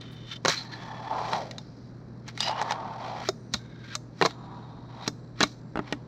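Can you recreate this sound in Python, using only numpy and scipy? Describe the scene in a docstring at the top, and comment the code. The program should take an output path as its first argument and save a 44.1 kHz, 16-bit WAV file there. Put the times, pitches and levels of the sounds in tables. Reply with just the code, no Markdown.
"""A wooden fingerboard grinds off a small box, lands, and rolls up a ramp and back.
It pops onto the box, grinds again, then is flipped twice on a patio table; lifted wheels whirr on.
Blows and rolling shake three parts: the panel underneath, the deck and the metal trucks.
Throughout, the yard gives a faint echo over the hum of a distant machine."""
import sys
import numpy as np
from scipy import signal
from scipy.fft import rfft, irfft, next_fast_len
from scipy.io import wavfile
from scipy.ndimage import uniform_filter1d

SR = 44100
rng = np.random.default_rng(int(sys.argv[2]) if len(sys.argv) > 2 else 0)


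def wav_record(signal):
    """Record a signal, one row per channel, as 16-bit PCM in the file named by sys.argv[1]."""
    frames = np.transpose(np.atleast_2d(signal))
    bounded = np.clip(frames, -1, 1)
    # unit amplitude maps onto the largest positive 16-bit level
    quanta = np.round(bounded * 32767).astype(np.int16)
    wavfile.write(sys.argv[1], SR, quanta)


N = 267761
TIME = np.arange(N) / SR

# Modes of the board. Each row: frequency in Hz, width in Hz, level in dB.
DECK_MODES = [(1160, 123, 6.5), (1415, 260, 7.5), (1687, 84, 6), (1870, 97, 8.5), (2160, 48, 7),
              (2315, 55, -6.5), (2767, 51, -0.5), (3280, 69, -0.5)]
TRUCK_MODES = [(3820, 140, 4.5), (3670, 29, 26), (4040, 330, 29.5), (4600, 73, 8.5), (5100, 80, 9),
               (5820, 160, -24), (6400, 220, -15.5), (6340, 140, -3)]
# The tail is pressed down, drags and snaps on the surface. Each row: snap time in seconds,
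# panel, deck, trucks, crack and drag levels in dB, drag swell in seconds per 20 dB.
TAIL_POPS = [(2.28, -45.5, -46, -47, -44, -54, 0.037), (3.288, -21, -28, -27.5, -26, -38.5, 0.14),
             (3.9524, -36.5, -32, -30.5, -28.5, -43.5, 0.15), (5.0774, -23.5, -30, -29, -25.5, -42, 0.079),
             (5.925, -23.5, -26, -37.5, -39.5, -51.5, .1)]


def undb(db):
    """Decibels to gain."""
    return 10 ** (np.asarray(db) / 20)


def unit(x, size=None):
    """Scale to rms 1 over the first `size` samples."""
    return x / np.sqrt(np.mean(x[:size] ** 2) + 1e-20)


def colour(x, points):
    """Minimum-phase filter through (Hz, dB) points."""
    hz, db = np.transpose(points)
    f = np.maximum(np.fft.rfftfreq(8192, 1 / SR), 1)
    cepstrum = irfft(np.log(undb(np.interp(np.log(f), np.log(hz), db))))
    cepstrum[1:4096] *= 2
    cepstrum[4097:] = 0
    return signal.fftconvolve(x, irfft(np.exp(rfft(cepstrum))))[:len(x)]


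def ring(x, modes, scatter_db=0, detune=0):
    """Drive damped modes; scatter and detune stand for the varying place of contact."""
    size = next_fast_len(len(x) + 4096)
    f = np.maximum(np.fft.rfftfreq(size, 1 / SR), 1)
    response = 0
    for (hz, width_hz, db), (level_draw, pitch_draw) in zip(modes, rng.standard_normal((len(modes), 2))):
        hz = hz * (1 + detune * pitch_draw)
        gain = undb(db + scatter_db * level_draw)
        response = response + gain / (1 + 1j * (f * f - hz * hz) / (f * width_hz))
    # a part radiates little outside the range of its modes
    edges_hz = [.72 * modes[0][0], 1.2 * modes[-1][0]]
    _, skirt = signal.freqz(*signal.butter(2, edges_hz, "band", fs=SR), worN=f, fs=SR)
    return irfft(rfft(x, size) * response * skirt, size)[:len(x)]


def walk(rate_hz):
    """Smooth random wander with a spread near 1."""
    hold = max(int(SR / rate_hz), 1)
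    steps = np.repeat(rng.standard_normal(N // hold + 1), hold)
    return 1.14 * uniform_filter1d(uniform_filter1d(steps, hold), hold)[:N]


def gate(start_s, stop_s):
    """1 between two times, with short ramps."""
    return np.clip((TIME - start_s) / 0.0077, 0, 1) * np.clip((stop_s - TIME) / 0.0067, 0, 1)


def swell(peak_s, rise_db_per_s, fall_db_per_s):
    """Gain that climbs to 1 at peak_s, then falls."""
    return undb(np.minimum(rise_db_per_s * (TIME - peak_s), fall_db_per_s * (peak_s - TIME)))


def background(noise_db=-46.5):
    """A distant motor hums in the soft, low noise of the neighbourhood."""
    # Motor tones and noise spectrum. Each row: frequency in Hz, level in dB (relative for the noise).
    motor_tones = [(119.9, -47.5), (157, -54)]
    noise_spectrum = [(15, -36.5), (25, -22), (59, -15), (92, -17), (102, -18), (123, -9.5), (190, -8.5),
                      (249, -10.5), (394, -18.5), (734, -27), (1650, -35.5), (2300, -44.5), (3100, -55),
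                      (4610, -46), (7000, -65.5), (16000, -84.5)]
    hum = 0
    for hz, db in motor_tones:
        amplitude = np.sqrt(2) * undb(db + 0.38 * walk(6.3))
        cycles = np.cumsum(hz + 0.28 * walk(4.3)) / SR
        hum += amplitude * np.sin(2 * np.pi * cycles)
    noise_gain = undb(noise_db + .6 * walk(3))
    return hum + noise_gain * unit(colour(rng.standard_normal(N), noise_spectrum))


def grit(spread_db):
    """Dense tiny bumps of uneven size."""
    size = np.minimum(rng.exponential(size=N), 4)
    return rng.standard_normal(N) * undb(spread_db * size)


def plywood(x, t60_s=0.018, ring_db=-2):
    """Vibration runs to and fro in the thin sheet, adding many close, fixed resonances."""
    t = np.arange(SR // 8) / SR
    response = rng.standard_normal(len(t)) * undb(-60 * t / t60_s)
    response *= undb(ring_db) / np.linalg.norm(response)
    response[0] += 1
    return unit(signal.fftconvolve(x, response)[:N])


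def shaking(hiss_floor_db=-71, roll_trucks_db=-7, drag_trucks_db=-5):
    """Gains of panel, deck and trucks for pushes, skids, held hisses and tail drags; powers add."""
    # Hand pushes. Each row: start, fastest moment and stop in seconds, panel level in dB,
    # rise and fall in dB per second, rattle in dB relative to the panel.
    pushes = [(0.5, 1.355, 1.6, -30, 30.5, 108, -14), (1.108, 1.157, 1.25, -30.5, 20, 100, -33),
              (2.44, 2.497, 2.54, -29.5, 203, 220, -13), (2.518, 2.594, 2.73, -28, 166, 217, -15.5),
              (2.62, 2.672, 2.98, -35.5, 60, 12.5, -17.5), (2.975, 3.046, 3.247, -35, 90, 24, -12),
              (4.273, 4.507, 4.87, -47, 37, 26, -18), (4.88, 5.022, 5.08, -44.5, 77, 25, -11.5),
              (5.81, 5.88, 6.5, -50, 106, 103, -7.5)]
    # Skids after landings and in turns. Each row: peak time in seconds,
    # swell and fade in seconds per 20 dB, deck and trucks levels in dB.
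    skids = [(0.328, 0.066, 0.033, -42, -44), (0.367, .02, 0.0086, -50, -45),
             (0.49, 0.027, 0.11, -27, -26.5), (0.723, .012, 0.077, -45.5, -48.5),
             (0.83, 0.21, 0.26, -51, -54), (1.34, 0.32, 0.19, -43.5, -44),
             (2.288, 0.016, 0.024, -38, -41.5), (2.431, 0.063, 0.063, -38, -35.5),
             (2.476, 0.079, .04, -35.5, -39.5), (2.595, 0.053, 0.086, -40.5, -53),
             (2.7, 0.064, 0.044, -41.5, -45.5), (3.548, 0.03, 0.042, -48, -39.5),
             (4.255, 0.069, 0.061, -39.5, -38.5), (5.425, 0.034, 0.032, -27, -34),
             (5.47, 0.018, 0.11, -76, -48), (5.88, 0.059, .05, -50, -75)]
    # Trucks slide along an edge, or lifted wheels spin freely. Each row: start and stop in seconds,
    # deck and trucks levels in dB, fade in dB per second.
    held_hisses = [(0, .37, -55, -60.5, 26), (1.551, 2.0, -71, -64, 27), (3.594, 3.94, -69, -68.5, 10)]
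    panel, deck = [], []
    trucks = [np.full(N, undb(hiss_floor_db))]  # a faint, steady high hiss throughout
    for start_s, fastest_s, stop_s, db, rise_db_per_s, fall_db_per_s, rattle_db in pushes:
        roll = gate(start_s, stop_s) * swell(fastest_s, rise_db_per_s, fall_db_per_s) * undb(db)
        panel.append(roll)
        deck.append(roll * undb(rattle_db))
        trucks.append(roll * undb(rattle_db + roll_trucks_db))
    rubs = []
    for peak_s, rise_s, fade_s, deck_db, trucks_db in skids:
        rubs.append((swell(peak_s, 20 / rise_s, 20 / fade_s), deck_db, trucks_db))
    for start_s, stop_s, deck_db, trucks_db, fade_db_per_s in held_hisses:
        fade = undb(-fade_db_per_s * (TIME - start_s))
        rubs.append((gate(start_s, stop_s) * fade, deck_db, trucks_db))
    for snap_s, *_, drag_db, rise_s in TAIL_POPS:
        drag = gate(0, snap_s) * swell(snap_s, 20 / rise_s, 0)
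        rubs.append((drag, drag_db, drag_db + drag_trucks_db))
    for envelope, deck_db, trucks_db in rubs:
        deck.append(envelope * undb(deck_db))
        trucks.append(envelope * undb(trucks_db))
    return [np.sqrt(sum(gain ** 2 for gain in part)) for part in (panel, deck, trucks)]


def slide_and_roll(turn_hz=45, throb_db=-1.5, waver_db=1.0):
    """The board rubs and rolls over wood grain; wheels are out of round and finger pressure wavers."""
    # Panel modes under the wheels, before the pitch shift.
    # Each row: frequency in Hz, width in Hz, level in dB.
    panel_modes = [(433, 400, -23), (702, 150, -12), (782, 72, -3), (881.5, 33, 3), (1018, 130, -6.5)]
    # Panel pitch follows the board's place. Each row: time in seconds, main resonance in Hz.
    panel_pitch = [(.8, 893.5), (1.36, 848), (1.46, 638), (2.47, 800), (2.53, 901), (2.9, 905.4),
                   (3.1, 834), (4.4, 965.4), (5.05, 935)]
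    # Rasp of grip tape, wood and urethane; scrape of the trucks. Each row: frequency in Hz, level in dB.
    rasp_spectrum = [(600, -22), (1100, -8.5), (1500, -2.5), (2400, -0.5), (3400, -2.5), (4300, -4.5),
                     (5500, -13), (8000, -44), (16000, -51.5)]
    scrape_spectrum = [(1500, 2), (3000, 6), (4300, 13.5), (5300, 15.5), (7000, 1), (8500, -13),
                       (11000, -35.5), (12500, -11), (15500, -23.5)]
    # Axles and deck sing under friction. Each row: start and stop in seconds,
    # frequency and width in Hz, level in dB relative to the trucks.
    singing = [(0, 0.385, 3070, 45, 2.5), (0, 0.38, 3595, 70, 4), (0.563, 0.641, 4130, 110, 6.5),
               (0.652, 0.766, 4140, 160, 5.5), (0.76, 1.143, 3380, 100, -1.5),
               (0.649, 1.116, 1757, 55, 4.5), (2.395, 2.52, 4900, 130, 4), (2.393, 2.601, 2898, 130, 3.5),
               (2.427, 2.52, 3970, 200, 2.5), (2.56, 2.77, 1740, 100, 3.5), (3.535, 3.94, 3760, 182.4, 0),
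               (3.589, 3.944, 1582, 69.6, 4), (3.59, 3.853, 2170, 55.83, -1), (4.286, 5.07, 3814, 130, 2),
               (4.29, 5.42, 4040, 150, -3.5), (1.572, 1.898, 4937, 840, -2)]
    panel_gain, deck_gain, truck_gain = shaking()
    turns = np.cumsum(turn_hz * (1 + .25 * walk(5))) / SR
    pressure = undb(throb_db * np.sin(2 * np.pi * turns) + waver_db * walk(90))
    # all panel modes glide together
    main_hz = panel_modes[3][0]
    read_index = np.cumsum(np.interp(TIME, *np.transpose(panel_pitch)) / main_hz)
    rumble = unit(ring(grit(spread_db=0.5), panel_modes))
    panel = np.interp(read_index, np.arange(N), rumble, period=N)
    deck = undb(-4) * plywood(ring(grit(spread_db=-3), DECK_MODES))
    deck += undb(-2) * plywood(colour(grit(spread_db=4), rasp_spectrum))
    trucks = undb(-6) * plywood(ring(grit(spread_db=5), TRUCK_MODES))
    trucks += undb(-4) * plywood(colour(grit(spread_db=7), scrape_spectrum))
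    friction = grit(spread_db=1)
    for start_s, stop_s, hz, width_hz, db in singing:
        trucks += gate(start_s, stop_s) * undb(db) * unit(ring(friction, [(hz, width_hz, 0)]))
    rattle = undb(1.8 * walk(260))  # loose hardware, in quick uneven bursts
    return pressure * (panel_gain * panel + rattle * (deck_gain * deck + truck_gain * trucks))


def contact(t, chatter, t60_s):
    """One sharp push, then loose parts chatter briefly."""
    push = chatter * rng.standard_normal(len(t)) * undb(-60 * t / t60_s)
    push[0] += 1
    return push


def blows(scatter_db=3.5, detune=.015):
    """Each blow rings panel, deck and trucks, with a crack of hard contact."""
    # Wheels and trucks land or hit an edge; last, the hand catches the board with dull thuds.
    # Each row: time in seconds, panel, deck, trucks and crack levels in dB.
    knocks = [(0.011, -51, -60, -44, -57), (0.4497, -22.5, -22, -29, -36), (0.4575, -21, -21.5, -31, -30),
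              (0.4817, -21.5, -29, -25, -22.5), (0.496, -31, -41, -30, -28.5),
              (1.111, -27.5, -50, -68, -72), (1.3324, -22.5, -27, -33.5, -49),
              (1.5112, -63, -41.5, -40, -44), (1.582, -47, -46, -35.5, -45), (2.376, -44, -35.5, -39, -53),
              (2.405, -33.5, -35, -21.5, -47), (2.43, -39, -40, -42, -38), (2.4745, -30.5, -46, -49, -49),
              (2.482, -35, -43, -32.5, -48), (2.512, -35, -40, -45, -56), (2.615, -22.5, -29.5, -41, -39),
              (2.6245, -30, -41, -40, -43), (2.7086, -24, -30, -38, -35.5),
              (2.7203, -27, -29.5, -34, -38.5), (3.538, -35.5, -30, -26.5, -26),
              (3.5422, -26, -35, -25.5, -32.5), (4.2133, -16.5, -21, -31.5, -43),
              (4.2236, -16.5, -21.5, -30, -36.5), (4.251, -18, -26, -26, -41),
              (4.2569, -21, -33, -43, -28.5), (4.2601, -18, -30, -26.5, -32.5),
              (4.308, -47, -44, -44.5, -61), (5.4058, -22.5, -21, -26.5, -28),
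              (5.412, -22, -19.5, -44, -46), (5.43, -21.5, -27, -20.5, -24),
              (5.435, -23.5, -18.5, -24, -27.5), (5.757, -25.5, -45, -62, -63),
              (5.773, -25.5, -33, -53, -64), (5.7916, -21, -35.5, -58, -59)]
    # Modes of each surface. Each row: frequency in Hz, width in Hz, level in dB.
    ramp = [(173, 51, 14.5), (310, 58, 9.5), (423, 110, 11.5), (544, 78, 9), (667, 61, 5.5), (872, 90, 6.5),
            (1067, 37, 9)]
    ramp_curve = [(178, 26, -3), (690, 84, -2), (797, 20, -6), (848, 70, 9.5), (1140, 150, -22)]
    ramp_end = [(382, 42, 10), (640, 74, 3.5), (1130, 110, -15)]
    box = [(70, 30, 4), (205, 24, 7), (610, 21, 2), (820, 360, -7.5), (1290, 190, 1.5)]
    table = [(175, 30, -1), (306.4, 12, 0), (392, 72, -1), (454.4, 63, -0.5), (714, 120, 0), (822, 35, 0.5),
             (1015, 85, 0), (1134, 60, -10)]
    table_edge = [(54.5, 39, -5), (168, 160, -0.5), (230, 49, 3.5), (294.5, 18, 13), (387, 71, 2.5),
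                  (606, 58, 3), (825, 54, -2.5), (1234, 300, 1)]
    # Hard contact. Each row: frequency in Hz, level in dB.
    crack_spectrum = [(1000, -18.5), (2500, -10.5), (4500, 11), (6500, 12.5), (8000, -5.5), (11000, -47),
                      (12800, -10.5), (15500, -25)]
    surfaces = [(0, ramp), (1, ramp_curve), (3, ramp_end), (3.4, box), (4.1, table), (4.8, table_edge)]
    out = np.zeros(N + SR)
    t = np.arange(SR // 5) / SR
    attack_samples = SR // 200
    for time_s, *levels_db in TAIL_POPS + knocks:
        surface = [modes for from_s, modes in surfaces if from_s <= time_s][-1]
        panel = ring(contact(t, chatter=0.071, t60_s=0.043), surface, scatter_db / 2, detune / 2)
        deck = ring(contact(t, chatter=0.26, t60_s=0.016), DECK_MODES, scatter_db, detune / 2)
        trucks = ring(contact(t, chatter=0.7, t60_s=0.022), TRUCK_MODES, scatter_db, detune)
        crack = colour(contact(t, chatter=0.28, t60_s=0.022), crack_spectrum)
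        onset = int(time_s * SR)
        for part, db in zip((panel, deck, trucks, crack), levels_db):
            out[onset:onset + len(t)] += undb(db) * unit(part, attack_samples)
    return out[:N]


def scuff(start_s=.112, db=-64, t60_s=0.17):
    """A faint, bright brush of hiss during the first slide."""
    hiss = unit(colour(rng.standard_normal(N), [(4000, -20), (7500, -6), (11000, -5), (15500, -9)]))
    return hiss * gate(start_s, 1) * undb(db - 60 * np.maximum(TIME - start_s, 0) / t60_s)


def wheel_spin(width_hz=70):
    """Bearings keep up a thin, rough whirr while their wheels turn freely."""
    # Free spins. Each row: start and stop in seconds, pitch in Hz, level in dB, fall in dB per second.
    spins = [(3.291, 3.537, 8510, -81, 33), (3.288, 3.54, 6070, -76, 28), (3.29, 3.55, 5830, -74, 12),
             (4.26, 5.40, 7140, -79, 24), (5.08, 5.41, 7620, -83, 19), (5.449, 6.07, 7380, -84, 10)]
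    out = np.zeros(N)
    for start_s, stop_s, hz, db, fall_db_per_s in spins:
        whirr = unit(ring(rng.standard_normal(N), [(hz, width_hz, 0)]))
        out += gate(start_s, stop_s) * undb(db - fall_db_per_s * np.maximum(TIME - start_s, 0)) * whirr
    return out


def yard_echo(x, near_t60_s=0.074, far_t60_s=.38):
    """Quick scatter from table and body, then a thin tail from fence and garden."""
    t = np.arange(SR) / SR
    decays = undb(-60 * t / np.array([[near_t60_s], [far_t60_s]]))
    fade_in = np.clip(t / 0.0048 - .5, 0, 1)
    near, far = rng.standard_normal((2, SR)) * decays * fade_in
    response = undb(-21) * near / np.linalg.norm(near) + undb(-28) * far / np.linalg.norm(far)
    echo = signal.fftconvolve(x, response)[:N]
    return colour(echo, [(150, 8.5), (700, 2.0), (2000, -5.5), (5000, 1.5), (14000, 5.5)])


def scene():
    """The board is straight ahead; only the treble of its echo spreads to the sides."""
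    board = blows() + slide_and_roll() + wheel_spin() + scuff()
    mid = board + yard_echo(board) + background()
    side_spectrum = [(500, -50), (2500, -30), (5000, -14), (8000, -5.5), (12500, 13.5), (16000, 21)]
    side = colour(yard_echo(board), side_spectrum)
    return np.array([mid + side, mid - side])


def record(dry):
    """Steep low-pass at 16 kHz."""
    return signal.sosfilt(signal.ellip(8, .2, 70, 16000, fs=SR, output="sos"), dry)


dry = scene()
out = record(dry)
wav_record(out)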